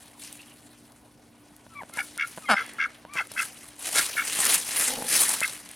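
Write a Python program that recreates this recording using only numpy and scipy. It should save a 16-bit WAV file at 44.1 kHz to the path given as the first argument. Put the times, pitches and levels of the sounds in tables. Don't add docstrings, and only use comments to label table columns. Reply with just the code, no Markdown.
import sys
import numpy as np
from scipy import signal
from scipy.io import wavfile

SR = 44100
rng = np.random.default_rng(int(sys.argv[2]) if len(sys.argv) > 2 else 0)


def file_out(sig):
    cols = np.atleast_2d(sig).T
    lim = np.clip(cols, -1, 1)
    pcm = np.round(lim * 32767).astype(np.int16)
    wavfile.write(sys.argv[1], SR, pcm)


def gain_from_db(level_db):
    decades = np.asarray(level_db, float) / 20
    return 10 ** decades


N = 253575

# first puff t/s, last puff t/s, level/dB, beak opening [0-1], windpipe tuning [ratio]
DRAKE_RASPS = [(1.975, 2.016, -13, 0.45, 1.07), (2.184, 2.247, -14, 0.51, 1.028),
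               (2.555, 2.619, -10.5, 0.35, 0.997), (2.789, 2.86, -10, 0.38, 1.02),
               (3.16, 3.219, -14, 0.59, 0.99), (3.365, 3.429, -13.5, 0.57, 0.99),
               (3.955, 4.01, -9, 0.33, 1.034), (4.167, 4.221, -7.5, 0.3, 1.05),
               (5.415, 5.457, -11.5, 0.62, 0.99)]
# untuned f/Hz, width of each of two passes/Hz, level/dB, gain with beak opening/dB
WINDPIPE = [(1359.5, 140, 0, -19.5), (1602, 194, -4.5, 1.5), (2109, 185, -10, 23), (2638, 158, -30, 47.5),
            (3284, 490, -22, 22), (4550, 93, -40, 22), (5500, 1200, -27, 23.5)]


def drake(breathy=0.085, puff_ms=7.0, sweep_ms_per_octave=7.0, jitter_ms=0.8):
    puffs_per_s = 80
    out, noise = np.zeros(N), rng.standard_normal(N)
    lowest_hz = WINDPIPE[0][0]
    for first, last, level_db, beak, tuning in DRAKE_RASPS:
        along = np.linspace(0, 1, round((last - first) * puffs_per_s) + 1)
        slap_s = first + (last - first) * along ** 1.07
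        chest_db = -4.5 + 10.5 * beak
        swell = np.sin(np.pi * (0.11 + 0.77 * along)) ** 0.88
        opening = beak * np.sin(np.pi * (0.25 + 0.76 * along))
        span = slice(round((first - 0.01) * SR), round((last + 0.06) * SR))
        for hz, width, mode_db, open_db in WINDPIPE:
            size_db = level_db + mode_db + open_db * opening + chest_db * (hz < 1800)
            size = gain_from_db(size_db + rng.normal(0, 2, len(along))) * swell
            lag_ms = sweep_ms_per_octave * min(np.log2(hz / lowest_hz), 1)
            lag_ms = lag_ms + rng.normal(-4.0, jitter_ms, len(along))
            slaps = clicks(slap_s + lag_ms / 1000, size)[span]
            puffs = smear(slaps, puff_ms)[:len(slaps)] * noise[span]
            once = ring(slaps + breathy * puffs, hz * tuning, width)
            twice = ring(once, hz * tuning, width)
            out[span] += twice * 6 * width / SR
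    return signal.sosfilt(signal.butter(4, 1150, "high", fs=SR, output="sos"), out)


# f/Hz, width/Hz, level/dB
THROAT_OPEN = [(238, 76, -12.5), (700, 130, -1), (1406, 260, 6), (2160, 65, -11), (2960, 1600, -5.5),
               (3820, 54, -25), (4520, 100, -19), (5160, 22, -27.5), (6130, 150, -27), (9600, 2100, -13)]
# f/Hz, width/Hz, level/dB
THROAT_SHUT = [(201, 290, 2.5), (637, 123, -1), (950, 210, 2), (1500, 230, -2.5), (2700, 990, -6)]
# pulse t/s, pulse level into the throat/dB
HEN_CLUCKS = [(1.666, -43), (1.823, -38), (1.834, -34), (1.897, -40.5), (1.973, -34.5), (2.172, -42),
              (2.376, -31.5), (2.382, -32), (2.387, -47), (3.051, -35.5), (3.155, -35.5), (3.161, -36),
              (3.211, -36), (3.316, -37.5), (3.354, -42.5), (4.154, -36.5), (4.39, -27.5), (5.023, -26.5),
              (5.416, -28)]


def hen(jitter=0.007, uneven_db=2, rough=0.036):
    start_s, length_s, level_db, swell_db = 2.491, 0.049, -15, 2
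    rise_s, release_s = 0.006, 0.0072
    tail_db, tail_s = -35, 0.022
    start_hz, rest_hz, sag_s = 279, 194.8, 0.019
    opening_db = 9
    since = np.arange(N) / SR - start_s
    along = np.clip(since / length_s, 0, 1)
    end_s = start_s + length_s

    hz = rest_hz + (start_hz - rest_hz) * np.exp(-np.maximum(since, 0) / sag_s)
    swelling_db = swell_db * np.sin(2.7 * along) ** 2
    level = gain_from_db(level_db + swelling_db + tent_db(start_s, end_s, rise_s, release_s))
    level += gain_from_db(tail_db + tent_db(end_s, end_s + tail_s, 0.003, 0.003))
    cycles = np.cumsum(hz * (1 + jitter * drift(150))) / SR
    pulses = np.diff(np.floor(cycles), prepend=0)
    pulses = pulses * gain_from_db(uneven_db * rng.standard_normal(N))
    honk = level * (pulses + rough * smear(pulses, 5.2) * rng.standard_normal(N))
    treble = gain_from_db(opening_db * (np.sin(np.pi * along ** 0.85) - 0.78))

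    out = np.zeros(N)
    for k, (hz, width, db) in enumerate(THROAT_OPEN):
        sign = (-1) ** max(k - 1, 0)
        drive = honk * treble if hz > 1800 else honk
        drive = np.roll(drive, 9 * k)
        out += sign * gain_from_db(db) * ring(drive, hz, width)
    cluck_s, cluck_db = np.transpose(HEN_CLUCKS)
    cluck = clicks(cluck_s, gain_from_db(cluck_db))
    out += sum(gain_from_db(db) * ring(cluck, hz, width) for hz, width, db in THROAT_SHUT)
    return signal.sosfilt(signal.butter(2, 150, "high", fs=SR, output="sos"), out)


# start t/s, end t/s, first f/Hz, last f/Hz, level at the end/dB
HEN_SQUEAKS = [(1.699, 1.745, 1350, 1300, -53), (1.751, 1.798, 1182, 1133, -40),
               (1.802, 1.826, 1135, 700, -43), (1.912, 1.968, 1090, 1296, -45),
               (1.927, 1.968, 2150, 2050, -46), (1.969, 2.005, 1034, 734, -40.5),
               (2.42, 2.458, 1320, 1200, -48), (2.455, 2.49, 2190, 2010, -39),
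               (2.463, 2.488, 3260, 3130, -46), (3.061, 3.182, 903, 1100, -41),
               (3.18, 3.218, 1100, 678, -43.5)]
# f of the octave/Hz, its level against the note/dB
OCTAVE_COLOUR = [(1400, -5), (2050, -11.5), (2320, 2), (2600, -7.5), (4200, -24)]


def squeaks():
    swell_db, swell_db_per_octave = 11, 24
    overshoot = 0.95
    octave_follows, effort_db = 0.6, -44.5
    out, waver, t = np.zeros(N), 1 + 0.0062 * drift(77), np.arange(N) / SR
    for start, end, first_hz, last_hz, end_db in HEN_SQUEAKS:
        along = np.clip((t - start) / (end - start), 0, 1)
        rise_hz = last_hz - first_hz
        arch_hz = overshoot * max(rise_hz, 0) * np.sin(np.pi * along ** 0.81)
        hz = first_hz + rise_hz * along + arch_hz
        total_swell_db = swell_db + swell_db_per_octave * np.log2(last_hz / first_hz)
        level_db = end_db - (1 - along) * total_swell_db
        gate = np.clip(np.minimum(t - start, end - t) / 0.006 + 0.5, 0, 1)
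        phase = 2 * np.pi * np.cumsum(hz * waver) / SR
        octave_db = at_hz(OCTAVE_COLOUR, 2 * hz) + octave_follows * (level_db - effort_db)
        overtones = gain_from_db(octave_db) * (np.sin(2 * phase) + 0.065 * np.sin(3 * phase))
        out += np.sqrt(2) * gate * gain_from_db(level_db) * (np.sin(phase) + overtones)
    whistle_s, whistle_hz, whistle_db, whistle_t60_s = 2.6, 3360, -49, 0.47
    fading_db = whistle_db + tent_db(whistle_s, whistle_s, 0.004, whistle_t60_s / 3)
    out += np.sqrt(2) * gain_from_db(fading_db) * np.sin(2 * np.pi * whistle_hz * np.cumsum(waver) / SR)
    return out * gain_from_db(2.5 * drift(120))


# f/Hz, relative level per Hz/dB
LEAF_SPECTRUM = [(80, -22.5), (200, -14.5), (500, -11), (1000, -10.5), (2000, -5.5), (4000, -7.5),
                 (7000, -8), (14000, -10.5)]


def rustle(per_s=4000, crunch_per_s=90, crunch_ms=3.2, smooth=0.82):
    level_db, low_db = leaf_motion()
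    starts = rng.random((2, 1, N)) < crunch_per_s / SR
    starts = starts * gain_from_db(2.8 * np.minimum(rng.exponential(1, (2, 1, N)), 2.6))
    starts = starts + 1.56 * starts[::-1]
    decay = np.exp(-1000 / (crunch_ms * SR))
    crunch = 1 + 0.32 * signal.lfilter([1], [1, -decay], starts)
    born = rng.random((2, 2, N)) < per_s / SR
    grain_size = gain_from_db(3.14 * np.minimum(rng.exponential(1, (2, 2, N)), 4))
    grains = born * grain_size * rng.choice([-1, 1], (2, 2, N))
    hiss = smooth * rng.standard_normal((2, 2, N))
    white = rms_one(crunch * (rms_one(grains) + hiss))
    leaves = banded(white, LEAF_SPECTRUM, patchy_db=2.5, low_db=low_db)
    return pan(gain_from_db(level_db - 4.5) * leaves, 0.13)


# touch t/s, peak t/s, relative peak level/dB,
# time to fall 20 dB/s, level added below the crisp band/dB
LEAF_SHUFFLES = [(0, 0.008, -53.5, 0.2, 5.5), (0.18, 0.238, -46, 0.32, 2.5), (1.937, 1.964, -43.5, 0.37, 4),
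                 (2.246, 2.29, -47, .5, 3.5), (2.484, 2.61, -51.5, 0.55, 16.5),
                 (3.136, 3.141, -42.5, 0.2, 6.5), (3.296, 3.326, -51, 0.5, 9.5),
                 (3.377, 3.424, -35, 0.11, 1), (3.534, 3.587, -49, 0.27, 2.5), (3.796, 3.877, -35, 1, 3.5),
                 (3.948, 3.983, -24, 0.1441, 3), (4.135, 4.326, -32, 0.48, 1),
                 (4.355, 4.54, -22, 0.11, 0.5), (4.65, 4.833, -26.5, 0.29, 2.5),
                 (5.082, 5.146, -24.5, 0.21, 3.5), (5.164, 5.207, -22, 0.23, -0.5),
                 (5.26, 5.322, -32, 0.27, 2.5), (5.447, 5.496, -43.5, 0.14, 8)]
# t/s, relative level/dB
IDLE_STIR = [(0, -65.5), (0.6, -59), (1.3, -68.5), (1.9, -59), (3.05, -72), (3.7, -58.5), (5.75, -53.5)]


def leaf_motion():
    stir_dull_db = 6.5
    touch_db, touch_s = -9, 0.017
    crisp = gain_from_db(2 * in_time(IDLE_STIR)[0])
    dull, t = crisp * gain_from_db(2 * stir_dull_db), np.arange(N) / SR
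    for touch, peak, peak_db, fall_s, dull_db in LEAF_SHUFFLES:
        build_db = np.interp(t, [touch, peak], [touch_db, 0])
        power = gain_from_db(2 * (peak_db + build_db + tent_db(touch, peak, touch_s, fall_s)))
        crisp = crisp + power
        dull = dull + power * gain_from_db(2 * dull_db)
    return 10 * np.log10(crisp), 10 * np.log10(dull / crisp)


# t/s, relative peak level/dB, length (two decay constants)/ms
LEAF_SNAPS = [(0.3274, -23, 1.7), (0.921, -34.5, 1.4), (1.5647, -32.5, 2.4), (1.9375, -22, 5.5),
              (1.9719, -22.5, 4.9), (2.177, -16.5, 2.1), (2.2742, -27, 3), (2.663, -24.5, 3.3),
              (2.7356, -27, 2.1), (3.1365, -20, 1.3), (3.271, -30, 3.1), (3.3171, -23, 5.5),
              (3.4128, -15, 1.1), (3.6863, -30, 2.8), (3.7329, -39, 2.3), (3.7574, -39, 2.5),
              (3.795, -35, 2.5), (3.9658, -16, 2.3), (4.118, -23.5, 4.3), (4.335, -15, 3.6),
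              (4.392, -17, 2.8), (4.4447, -11, 2.5), (4.4527, -1, 4.6), (4.4665, -5.5, 6),
              (4.9367, -18, 5.2), (5.09, -12, 2.9), (5.3372, -4.5, 0.71), (5.4055, -4.5, 0.7),
              (5.478, -14.5, 1.7), (5.69, -26, 2.7), (5.714, -24.5, 2.5)]


def snaps():
    out = np.zeros(N)
    for s, peak_db, ms in LEAF_SNAPS:
        burst = rng.standard_normal(900) * np.exp(-np.arange(900) / (ms * SR / 2000))
        burst[0] = 2
        burst = signal.lfilter([1, 0, -1], [1, -0.3], burst)
        i = round(s * SR)
        out[i:i + 900] += gain_from_db(peak_db - 6) * burst / np.abs(burst).max()
    return out


# start t/s, relative level/dB, f/Hz
FAINT_CHIRRUPS = [(0.3835, -39, 2720), (0.394, -47, 2680), (0.4214, -46, 2810), (0.4708, -46.5, 3140),
                  (0.5033, -46.5, 2830)]


def chirrups():
    out, noise = np.zeros(N), rng.standard_normal(N)
    for s, level_db, hz in FAINT_CHIRRUPS:
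        puff = smear(clicks([s], gain_from_db(level_db)), 27.0) * noise
        out += 0.1 * ring(puff, hz, 220)
    return out


# f/Hz, width of each of two passes/Hz, level/dB
HOLLOW_RESONANCES = [(252, 37, -2), (523, 130, 0.5), (825, 140, -2)]


def hollow():
    start_s, length_s, level_db, edge_s = 4.91, 0.14, -41.5, 0.051
    noise, body = rng.standard_normal(N), np.zeros(N)
    for hz, width, db in HOLLOW_RESONANCES:
        body += gain_from_db(db) * rms_one(ring(ring(noise, hz, width), hz, width))
    shape_db = tent_db(start_s, start_s + length_s, edge_s, edge_s)
    return gain_from_db(level_db + 2.2 * drift(25) + shape_db) * body


# lag t/s, level/dB, side [-1 right to 1 left]
ECHO_PATHS = [(.011, -16.5, 0.3), (0.025, -29, -0.6), (.041, -30, 0.23), (.067, -38, -.6), (.105, -40.5, 1)]


def fence_echoes(x):
    dull = signal.sosfilt(signal.butter(2, [500, 4000], "band", fs=SR, output="sos"), x)
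    out = np.zeros((2, N))
    for lag, level_db, side in ECHO_PATHS:
        spread = rng.standard_normal(500) * np.hanning(500)
        path = np.r_[np.zeros(round(lag * SR)), spread / np.linalg.norm(spread)]
        out += gain_from_db(level_db) * signal.fftconvolve(dull, path)[:N] * [[1 + side], [1 - side]]
    return out


# f/Hz, mean level/dB rms
MOTOR_HUM = [(118.4, -69.5), (236.9, -64.5), (296.1, -62), (1470, -77.5)]
# f/Hz, relative level per Hz/dB
AIR_SPECTRUM = [(25, -21), (55, -6), (180, -5.5), (260, -3), (400, -10.5), (800, -7), (1400, -23),
                (4000, -26.5), (11000, -58), (15500, -25)]


def yard_air():
    t, hum = np.arange(N) / SR, np.zeros(N)
    for hz, db in MOTOR_HUM:
        level = np.sqrt(2) * gain_from_db(db + 2.4 * drift(2.7))
        hum += level * np.sin(2 * np.pi * hz * t + 0.5 * drift(4.5))
    air = banded(rng.standard_normal((2, 2, N)), AIR_SPECTRUM, patchy_db=3.0)
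    return hum + gain_from_db(-61.5) * air


# f/Hz, left-right likeness [0-1]
STEREO_LIKENESS = [(30, 0.995), (250, 0.92), (500, 0.82), (2000, 0.92), (9000, 1)]


def banded(white, spectrum, patchy_db, low_db=0):
    out, power, edges = 0, 0, 25 * 2 ** np.arange(0, 9.6, 0.5)
    for k, (low, high) in enumerate(zip(edges, edges[1:])):
        band = signal.butter(2, [low, high], "band", fs=SR, output="sos")
        mid, side = signal.sosfilt(band, white[k % 2])
        hz = np.sqrt(low * high)
        alike = np.clip(at_hz(STEREO_LIKENESS, hz), 0, 1)
        dull = np.clip(np.log2(8000 / hz) / 2, 0, 1)
        band_db = at_hz(spectrum, hz)
        gain = gain_from_db(band_db + patchy_db * drift(15.4) + dull * low_db)
        out = out + gain * (np.sqrt(1 + alike) * mid + np.sqrt(1 - alike) * side * [[1], [-1]])
        power += gain_from_db(2 * band_db) * (high - low) * 2 / SR
    return out / np.sqrt(power)


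def rms_one(x):
    return x / np.sqrt(np.mean(x ** 2) + 1e-20)


def in_time(rows):
    s, *columns = np.transpose(rows)
    return [np.interp(np.arange(N) / SR, s, c) for c in columns]


def at_hz(points, hz):
    curve_hz, values = np.transpose(points)
    return np.interp(np.log(hz), np.log(curve_hz), values)


def drift(rate):
    r = np.exp(-80 * np.pi * rate / SR)
    slow = signal.lfilter([1], [1, -2 * r, r * r], rng.standard_normal(N // 40 + 2002))[2000:]
    return np.interp(np.arange(N) / 40, np.arange(len(slow)), rms_one(slow))


def ring(x, hz, width_hz):
    r, w = np.exp(-np.pi * width_hz / SR), 2 * np.pi * hz / SR
    return signal.lfilter([0, np.sin(w)], [1, -2 * r * np.cos(w), r * r], x + 1e-18)


def clicks(seconds, sizes):
    out = np.zeros(N)
    at = np.round(np.asarray(seconds) * SR).astype(int)
    np.add.at(out, np.clip(at, 0, N - 1), sizes)
    return out


def smear(x, ms):
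    return signal.fftconvolve(x, np.hanning(max(int(ms * SR / 1000), 3)))[:N]


def tent_db(start, end, rise_s, fall_s):
    t = np.arange(N) / SR
    return -20 * (np.maximum(start - t, 0) / rise_s + np.maximum(t - end, 0) / fall_s)


def pan(x, db):
    return x * gain_from_db(np.array([[db / 2], [-db / 2]]))


def leading_left(x, hz, width_hz, share):
    mid = x.mean(axis=0)
    side = 2 * np.pi * width_hz / SR * ring(mid, hz, width_hz)
    side = side - width_hz / hz * mid
    return x - share * side * [[1], [-1]]


def scene():
    ducks = pan(drake(), -0.48) + pan(hen(), -0.67) + pan(squeaks(), 1.2)
    ducks = leading_left(ducks, 1000, 450, share=0.18)
    small = snaps() + chirrups() + hollow()
    return ducks + fence_echoes(ducks.mean(axis=0)) + rustle() + pan(small, 0.1) + yard_air()


def low_pass(x):
    return signal.sosfilt(signal.butter(12, 16670, fs=SR, output="sos"), x)


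def record(dry):
    port_hz, port_width_hz, port_db, top_hz = 9770, 2170, 8, 11380
    dry = leading_left(dry, 3840, 1080, share=0.22)
    b, a = signal.iirpeak(port_hz, port_hz / port_width_hz, fs=SR)
    heard = dry + gain_from_db(port_db) * signal.lfilter(b, a, dry)
    heard = signal.sosfilt(signal.butter(2, top_hz, fs=SR, output="sos"), heard)
    return low_pass(heard)


dry = scene()
out = record(dry)
file_out(out)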